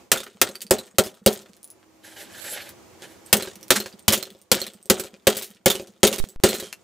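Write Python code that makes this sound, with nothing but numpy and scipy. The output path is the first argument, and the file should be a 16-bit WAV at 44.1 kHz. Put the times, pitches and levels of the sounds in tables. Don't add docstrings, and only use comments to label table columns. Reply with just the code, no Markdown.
import sys
import numpy as np
from scipy import signal
from scipy.fft import rfft, irfft
from scipy.io import wavfile

SR = 44100
rng = np.random.default_rng(int(sys.argv[2]) if len(sys.argv) > 2 else 0)


def wrap_up_sound(samples):
    columns = np.atleast_2d(samples).T
    tamed = np.clip(columns, -1, 1)
    steps = np.round(tamed * 32767).astype(np.int16)
    wavfile.write(sys.argv[1], SR, steps)


N = 301599

# (time [s], impact [dB], crack [dB], splinters [dB],
# hollow box [dB], board [dB], deep push [dB], upper box modes [dB])
BLOWS = [(0.117, 4.5, -9, -29.5, -27.5, -36.5, -37.5, -36.5),
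         (0.415, 5, -8, -32.5, -25.5, -36, -46.5, -17.5), (0.709, 2, -21.5, -36, -6, -15, -35.5, -4.5),
         (0.9842, -6, -7, -34.5, -8.5, -13, -39, -8.5), (1.262, 1.5, -23, -29.5, -7.5, -13, -49.5, -7),
         (3.3283, 15, 8, -25.5, -32.5, -15.5, -23.5, -29.5), (3.7049, 1, 1, -25.5, -14, -21.5, -38, -14),
         (4.0804, 3, -5.5, -24.5, -21.5, -8.5, -14.5, -25),
         (4.5159, 0, -6.5, -25.5, -27.5, -19, -25.5, -16), (4.8993, 2, -6.5, -28.5, -8, -13.5, -38, -7),
         (5.2699, -7, -5.5, -26.5, -6.5, -14, -52, -5.5), (5.6591, 4.5, -18.5, -27.5, -4.5, -15, -41, -3),
         (6.0315, -4, -7.5, -23, -3.5, -12, -44, -6), (6.4365, -6, -13, -22, -4.5, -12, -32, -6.5)]
# (time [s], level [dB], ring [Hz], ring against tick [dB], t60 [s], hollow box [dB])
BOUNCES = [(0.173, -17.5, 3580, 19.5, 0.048, -28), (0.2031, -23, 3630, 16, 0.054, -28),
           (0.279, -44, 6500, 8, .04, -55), (0.4906, -23, 4100, 15, 0.024, -26),
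           (0.555, -23, 4650, 20.5, 0.025, -45), (0.6071, -31.5, 4610, 21, 0.055, -49),
           (0.617, -17, 9600, 7.5, 0.049, -42.5), (0.6673, -34.5, 4600, 23, 0.037, -53.5),
           (0.7854, -23, 4040, 21.5, 0.06, -26.5), (1.038, -23, 5100, 13, 0.087, -41),
           (1.0629, -23.5, 3480, 11, 0.082, -27.5), (1.3291, -21.5, 12900, 8, 0.081, -31),
           (1.534, -37.5, 4470, -1, 0.034, -81), (1.5673, -42, 11000, 11, 0.035, -70),
           (1.6306, -37, 9460, 22, 0.039, -74), (1.644, -34.5, 10200, 24.5, .046, -69),
           (1.6764, -41, 9800, 18, .034, -69), (1.7028, -38, 10180, 20.5, 0.093, -72),
           (1.8298, -41, 1610, 4, .093, -71), (2.6922, -27, 11800, 11, 0.031, -61),
           (3.0215, -31.5, 3300, 12, 0.11, -34), (3.262, -43, 8500, 23.5, .06, -47),
           (3.3916, -28, 1550, 6, .053, -26.5), (3.4231, -20.5, 4160, 18, 0.087, -24),
           (3.4735, -21, 1600, 10, 0.033, -28.5), (3.5153, -29, 1840, 4, 0.023, -62),
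           (3.5563, -27, 5930, 15, 0.021, -50.5), (3.611, -39, 7000, 5.5, 0.043, -43),
           (3.6297, -30, 5800, 16.5, .041, -47), (3.6822, -29.5, 6500, 3, 0.025, -46),
           (3.7286, -27, 4200, 16.5, 0.29, -24.5), (3.758, -4, 1640, 2, 0.079, -25.5),
           (3.8011, -13.5, 4130, 18, 0.029, -28.5), (3.8406, -43, 4340, 24, 0.16, -41),
           (3.86, -15.5, 1620, 12.5, 0.019, -29), (3.927, -42.5, 4760, 24, 0.036, -49),
           (3.9938, -34.5, 8800, 16, 0.029, -58), (4.0257, -52, 8600, 25, 0.066, -70.5),
           (4.1227, 0.5, 6960, -0.5, 0.065, -21), (4.132, 1, 3140, 8, 0.047, -15.5),
           (4.1759, -15, 7070, 13, 0.033, -22), (4.2268, -15, 4170, 18.5, 0.027, -33),
           (4.3497, -53, 2580, 3, .045, -38.5), (4.4162, -43, 9040, 15, 0.094, -63),
           (4.573, -24, 1640, 16, 0.066, -26), (4.6159, -14.5, 4160, 22.5, 0.03, -22.5),
           (4.6665, -21.5, 4100, 17, .048, -34.5), (4.736, -41, 8300, 16, 0.12, -53),
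           (4.828, -46.5, 8400, 25.5, 0.094, -60), (4.8575, -38, 8240, 14, 0.083, -41),
           (4.9966, -12, 7740, 7, 0.045, -20), (5.0454, -29.5, 4140, 3, 0.096, -26.5),
           (5.1413, -34.5, 2460, 13, 0.056, -40), (5.3681, -15.5, 7700, 5, 0.12, -23),
           (5.4225, -21, 7500, -13, 0.19, -35.5), (5.505, -39, 9600, 2, 0.079, -60),
           (5.5488, -44, 5430, 7, .07, -71), (5.7, -6.5, 3540, 14.5, 0.095, -19),
           (5.7514, -19, 2960, 11, 0.099, -21), (5.7978, -27.5, 2510, 13, 0.054, -25),
           (5.8247, -37, 7000, 6, 0.044, -33.5), (5.8726, -41.5, 5900, 15, 0.097, -43),
           (6.0739, -2, 3700, 14.5, 0.03, -14), (6.127, -15, 2840, 6, .11, -33),
           (6.1392, -25, 7660, 9, 0.032, -21.5), (6.1834, -18.5, 3840, 5, 0.12, -22.5),
           (6.2885, -37.5, 7900, 19, 0.14, -41), (6.4879, -16, 4180, 19.5, 0.12, -37),
           (6.5409, -19.5, 4120, 11, 0.14, -21), (6.5981, -19, 4000, 13.5, 0.065, -28),
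           (6.6258, -28, 3190, 11, 0.28, -23.5), (6.7274, -15.5, 2680, 12.5, 0.023, -63)]


def from_db(db):
    return 10 ** (np.asarray(db) / 20)


def rms_one(x):
    return x / np.sqrt(np.mean(x ** 2) + 1e-20)


def bandpass(x, order, edges_hz):
    return signal.sosfilt(signal.butter(order, edges_hz, "band", fs=SR, output="sos"), x)


def highpass(x, hz):
    return signal.sosfilt(signal.butter(1, hz, "high", fs=SR, output="sos"), x)


def curve(rows, column):
    rows = np.array(rows)
    db = np.interp(np.arange(N) / SR, rows[:, 0], rows[:, column], left=-120, right=-120)
    return from_db(db)


def coloured(x, spectrum, tilt_db_per_octave=0.):
    hz = np.maximum(np.fft.rfftfreq(x.shape[-1], 1 / SR), 1)
    points = np.array(spectrum)
    db = np.interp(np.log(hz), np.log(points[:, 0]), points[:, 1])
    db += tilt_db_per_octave * np.log2(np.maximum(hz, 500) / 4000)
    return rms_one(irfft(rfft(x) * from_db(db), x.shape[-1]))


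def resonance(x, hz, width_hz):
    r = np.exp(-np.pi * width_hz / SR)
    numerator = np.array([1, 0, -1]) * (1 - r * r) / 2
    return signal.lfilter(numerator, [1, -2 * r * np.cos(2 * np.pi * hz / SR), r * r], x)


def ring(clicks, hz, t60_s):
    r, w = from_db(-60 / (t60_s * SR)), 2 * np.pi * hz / SR
    return signal.lfilter([0, np.sin(w)], [1, -2 * r * np.cos(w), r * r], clicks + 1e-18)


def pair(count, side_db):
    mid, side = rng.standard_normal((2, count))
    return mid + from_db(side_db) * side * [[1], [-1]]


def grainy(count, grain_s, spread_db):
    knots = np.arange(0, count + grain_s * SR + 1, grain_s * SR)
    level = np.interp(np.arange(count), knots, rng.standard_normal(len(knots)))
    return rms_one(from_db(spread_db * level))


def patter(x, grain_s, spread_db):
    edges_hz = [300, 1500, 3000, 5500, 9000, 18000]
    bands = zip(edges_hz, edges_hz[1:])
    return sum(bandpass(x, 1, band) * grainy(x.shape[1], grain_s, spread_db) for band in bands)


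def add(out, s, sound):
    i = round(s * SR)
    out[:, i:i + sound.shape[1]] += sound[:, :N - i]


def dying(t, t60_s, rise_s):
    return (1 - np.exp(-t / rise_s)) * from_db(-60 * t / t60_s)


def cracks():
    # (frequency [Hz], width [Hz], level [dB])
    shell_modes = [(1366, 166, 4), (1807, 85, -3.5), (2220, 100, -18.5), (3220, 840, -3), (4430, 75, -18.5),
                   (6700, 230, -4.5), (8140, 200, 1.5), (11600, 490, -19)]
    # (frequency [Hz], density [dB per Hz])
    crack_spectrum = [(150, -32), (500, 1.5), (1000, -10), (1800, -5.5), (3250, -4), (6000, -4),
                      (9900, -5.5), (15000, -8.5), (17000, -1.5)]
    t60_at_0_db_s, halving_db = 0.031, 11.5
    out, t = np.zeros((2, N)), np.arange(SR // 2) / SR
    for s, impact_db, crack_db, splinter_db, *_ in BLOWS:
        t60_s = t60_at_0_db_s * 2 ** (-crack_db / halving_db)
        noise = pair(len(t), side_db=-13.0)
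        shell = sum(from_db(db + rng.normal(0, 3.5)) * resonance(noise, hz, width_hz)
                    for hz, width_hz, db in shell_modes)
        ringing = coloured(noise + 1.3 * shell, crack_spectrum, tilt_db_per_octave=-1.5)
        bright = coloured(noise, crack_spectrum, tilt_db_per_octave=2.2)
        impact = from_db(impact_db + 3.0) * dying(t, .016, .0004) * bright
        burst = from_db(crack_db) * dying(t, t60_s, 0.00044) * grainy(len(t), 0.0031, 0.75)
        shower = from_db(splinter_db) * dying(t, 0.44, 0.0016) * grainy(len(t), .003, 5.4)
        shower = shower * patter(ringing, grain_s=.005, spread_db=9.0)
        add(out, s - .0004, impact + ringing * burst + shower)
    return out


def falls():
    count = len(BLOWS)
    times_s = np.array(BLOWS)[:, 0] + rng.uniform(0.099, 0.16, count)
    rings_hz = 4500 * (12000 / 4500) ** rng.random(count)
    levels_db = -47 + 6 * rng.random(count)
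    ring_db, t60_s = 16, 0.035
    crumbs = [(s, db, hz, ring_db, t60_s) for s, db, hz in zip(times_s, levels_db, rings_hz)]
    return BOUNCES + crumbs


def bounces():
    chatter_per_s, chatter_per_db = 1200, 1.2
    heavy_rise_s, rise_per_db = .003, 1.22
    tick_octaves, tick_octaves_per_db = 2.8, .045
    out, t = np.zeros((2, N)), np.arange(SR // 7) / SR
    for s, db, hz, ring_db, t60_s, *_ in falls():
        spread = 2 ** max(tick_octaves + tick_octaves_per_db * db, .6)
        pan_db = rng.normal(-2, 2.5)
        touched = rng.random(len(t)) < chatter_per_s * from_db(chatter_per_db * db) / SR
        clicks = touched * rng.uniform(-4.0, 14.0, len(t))
        clicks[np.flatnonzero(t > .0001)[0]] = 7.7
        scratch = np.clip(1.18 + db / 45, .25, 1.2) * pair(len(t), side_db=-16.5)
        fall = dying(t, t60_s, heavy_rise_s * from_db(rise_per_db * db))
        noise = (clicks + scratch * grainy(len(t), .0015, 5)) * fall
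        noise *= np.sqrt(np.mean(fall ** 2)) / np.sqrt(np.mean(noise ** 2))
        tick = bandpass(noise, 2, [max(hz / spread, 400), min(hz * spread, 19000)])
        width_hz = (70 + 0.0073 * hz) * from_db(max(db + 12.5, 0))
        piece = resonance(noise, hz, width_hz) + 0.15 * resonance(noise, min(1.85 * hz, 15000), 220.0)
        landing = from_db(db - 8.0) * (tick + from_db(ring_db) * piece)
        add(out, s - .0003, landing * from_db([[pan_db / 2], [-pan_db / 2]]))
    return out


def rocking():
    out, t = np.zeros((1, N)), np.arange(SR // 2) / SR
    for s, _, _, splinter_db, *_ in BLOWS:
        add(out, s, from_db(splinter_db - 23) * dying(t, 0.38, 0.014)[None])
    return out[0] * grainy(N, .01, 5.0)


def boom():
    # (frequency [Hz], relative level [dB], t60 [s])
    box_modes = [(124, -37, 0.013), (212.7, -6, 0.12), (380.4, -4.5, 0.092), (424.8, -12.5, 0.16),
                 (536.7, -4.5, 0.062), (621, -23, 0.23), (742, -21.5, 0.22)]
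    thump_db, thump_per_db = -21.5, 0.93
    blows, landings, out = np.array(BLOWS), np.array(BOUNCES), np.zeros(N)
    at = np.round(np.r_[blows[:, 0] + .0016, landings[:, 0]] * SR).astype(int).clip(0, N - 1)
    low_db = np.r_[blows[:, 5], thump_db + thump_per_db * landings[:, 5]] + 2.5
    middle_db = np.r_[blows[:, 4] + 1.5, landings[:, 5] - 4.0]
    high_db = np.r_[blows[:, 7] + 3.0, landings[:, 5] - 4.0]
    pushes = rocking()
    chance_db = rng.normal(0, 1.8, (len(at), len(box_modes)))
    for k, (hz, db, t60_s) in enumerate(box_modes):
        strike_db = low_db if k < 2 else middle_db if k < 4 else high_db
        clicks = from_db(db) * pushes * rng.standard_normal(N)
        clicks[at] += from_db(strike_db + db + chance_db[:, k])
        out += ring(clicks, hz, t60_s) * grainy(N, .008, 3)
    return signal.lfilter(*signal.butter(2, 900, fs=SR), out)


def rumble():
    shudder, knock, push = np.zeros((2, N)), np.zeros((2, N)), np.zeros((1, N))
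    t = np.arange(SR // 2) / SR
    for s, _, _, _, box_db, _, push_db, _ in BLOWS:
        shudder_db = -15 + 0.25 * box_db
        decay = dying(t, 0.098, 0.00053) + 0.13 * dying(t, 0.43, .01)
        add(shudder, s, from_db(shudder_db) * pair(len(t), side_db=-6.0) * decay)
        add(push, s, from_db(push_db) * np.sin(2 * np.pi * 100 * t)[None] * dying(t, 0.07, .001))
        add(knock, s, from_db(box_db - 4.5) * pair(len(t), side_db=-13.5) * dying(t, 0.048, 0.00078))
    return 3.82 * bandpass(shudder, 2, [110, 800]) + push + 4.0 * resonance(knock, 470, 300)


def drag():
    # (time [s], hiss [dB], body [dB]), relative levels
    strokes = [
        [(2.0, -92, -81), (2.048, -48, -45.5), (2.136, -55.5, -49.5), (2.216, -42.5, -41), (2.288, -61, -54),
         (2.33, -52, -46.5), (2.44, -38.5, -39.5), (2.54, -39, -39), (2.576, -49, -35.5), (2.706, -50.5, -47.5),
         (2.742, -81, -70)],
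        [(2.99, -69, -70), (3.028, -47, -39), (3.07, -56.5, -51.5), (3.25, -68, -68), (3.264, -50, -52.5),
         (3.32, -60, -57)],
    ]
    # (frequency [Hz], width [Hz], level [dB])
    metal_modes = [(7800, 420, -3.5), (8800, 170, -9), (9370, 88, 4), (10000, 110, -5), (11000, 150, 4),
                   (11100, 80, -4.5), (12670, 80, 7), (14700, 200, -16.5)]
    # (frequency [Hz], width [Hz], level [dB])
    dragged_modes = [(593, 53, 5.5), (790, 190, 0), (1660, 270, 3), (2970, 140, -4.5)]
    a, b = round(strokes[0][0][0] * SR), round(strokes[-1][-1][0] * SR)
    count = b - a
    grit = pair(count, side_db=-12.0) * grainy(count, 0.0033, 1.9)
    hiss = bandpass(grit, 2, [3500, 13000])
    rings = sum(from_db(db) * grainy(count, .03, 5) * resonance(grit, hz, width_hz)
                for hz, width_hz, db in metal_modes)
    scratch = pair(count, side_db=-21.5) * grainy(count, 0.0088, 2.1)
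    body = bandpass(scratch, 2, [1200, 4000])
    rasp = sum(from_db(db) * grainy(count, 0.012, 4.0) * resonance(scratch, hz, width_hz)
               for hz, width_hz, db in dragged_modes)
    fine, coarse = (sum(curve(rows, k) for rows in strokes)[a:b] for k in (1, 2))
    singing = from_db(8) * (fine / from_db(-45)) ** 0.28
    fine_sound = fine * (patter(hiss, grain_s=0.014, spread_db=3.5) + singing * rings)
    coarse_sound = coarse * (patter(body, grain_s=0.019, spread_db=5.5) + from_db(9) * rasp)
    out = np.zeros((2, N))
    out[:, a:b] = fine_sound + coarse_sound
    return out * from_db([[-3.3], [-1.7]])


def echoes():
    # (delay [s], relative level [dB])
    walls = [(.232, 5), (.282, -7), (.332, -7.5)]
    blows, clicks = np.array(BLOWS), np.zeros(2 * N)
    for late_s, db in walls:
        at = np.round((blows[:, 0] + late_s) * SR).astype(int)
        clicks[at] += from_db(-41.5 + db + rng.normal(0, 1.5, len(blows)))
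    clicks = clicks[:N]
    swell = ring(clicks, 200, 0.053) - ring(clicks, 200, 0.017)
    thump = swell + from_db(-15.5) * ring(clicks, 460, 0.098)
    return thump * from_db([[-1.], [1.]])


def background():
    # (time [s], level [dB])
    level = [(0.0, -51.5), (0.17, -70), (0.65, -61.5), (1.24, -75), (1.5, -62), (2.0, -58), (2.32, -50),
             (3.77, -54), (4.55, -66), (5.22, -63), (5.6, -68), (6.55, -63), (6.84, -59.5)]
    # (frequency [Hz], density [dB per Hz])
    hum_spectrum = [(24, -41), (40, -21.5), (83, -6.5), (290, -8), (329, -2.5), (402, -7.5), (479, -7.5),
                    (1270, -16.5), (1550, -21.5), (2210, -20.5), (3740, -26.5), (7170, -24), (16000, -51.5)]
    drone_hz, drone_db, hiss_db = 316.2, -8.5, -12.5
    hum = coloured(pair(N, side_db=-4.0), hum_spectrum) * grainy(N, 0.041, 0.52)
    drone = resonance(pair(N, side_db=-6.5), drone_hz, 6.3)
    drone = rms_one(resonance(drone, drone_hz, 6.3))
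    hiss = pair(N, side_db=1.0)
    mix = hum + from_db(drone_db) * drone + from_db(hiss_db) * hiss
    return curve(level, 1) * mix * from_db([[-.6], [.6]])


def scene():
    return cracks() + bounces() + boom() + rumble() + drag() + echoes() + background()


def record(dry):
    # (time [s], channel, held value)
    dropouts = [(2.4011, 0, 0.), (6.2009, 1, -.165), (6.3609, 0, .029), (6.3609, 1, .024)]
    # (time [s], channel, height added)
    tape_tick = (6.16095, 1, .65)
    frame_s, drum_hz, cutoff_hz, top = .04, 150, 16200, .72
    lag = round(SR / drum_hz)
    thin = highpass(dry, 60)
    clipped = thin / (1 + (thin / top) ** 4) ** .25
    clipped = highpass(clipped, 45)
    turns = np.pad(clipped, ((0, 0), (0, -N % lag))).reshape(2, -1, lag)
    tape = signal.lfilter([1, -.97], [1, -.5], turns, axis=1).reshape(2, -1)[:, :N]
    for s, channel, held in dropouts:
        tape[channel, round(s * SR):round((s + frame_s) * SR)] = held
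    s, channel, height = tape_tick
    tape[channel, round(s * SR)] += height
    top_cut = signal.cheby2(14, 60, cutoff_hz, fs=SR, output="sos")
    return signal.sosfilt(top_cut, np.clip(tape, -.88, .88))


dry = scene()
out = record(dry)
wrap_up_sound(out)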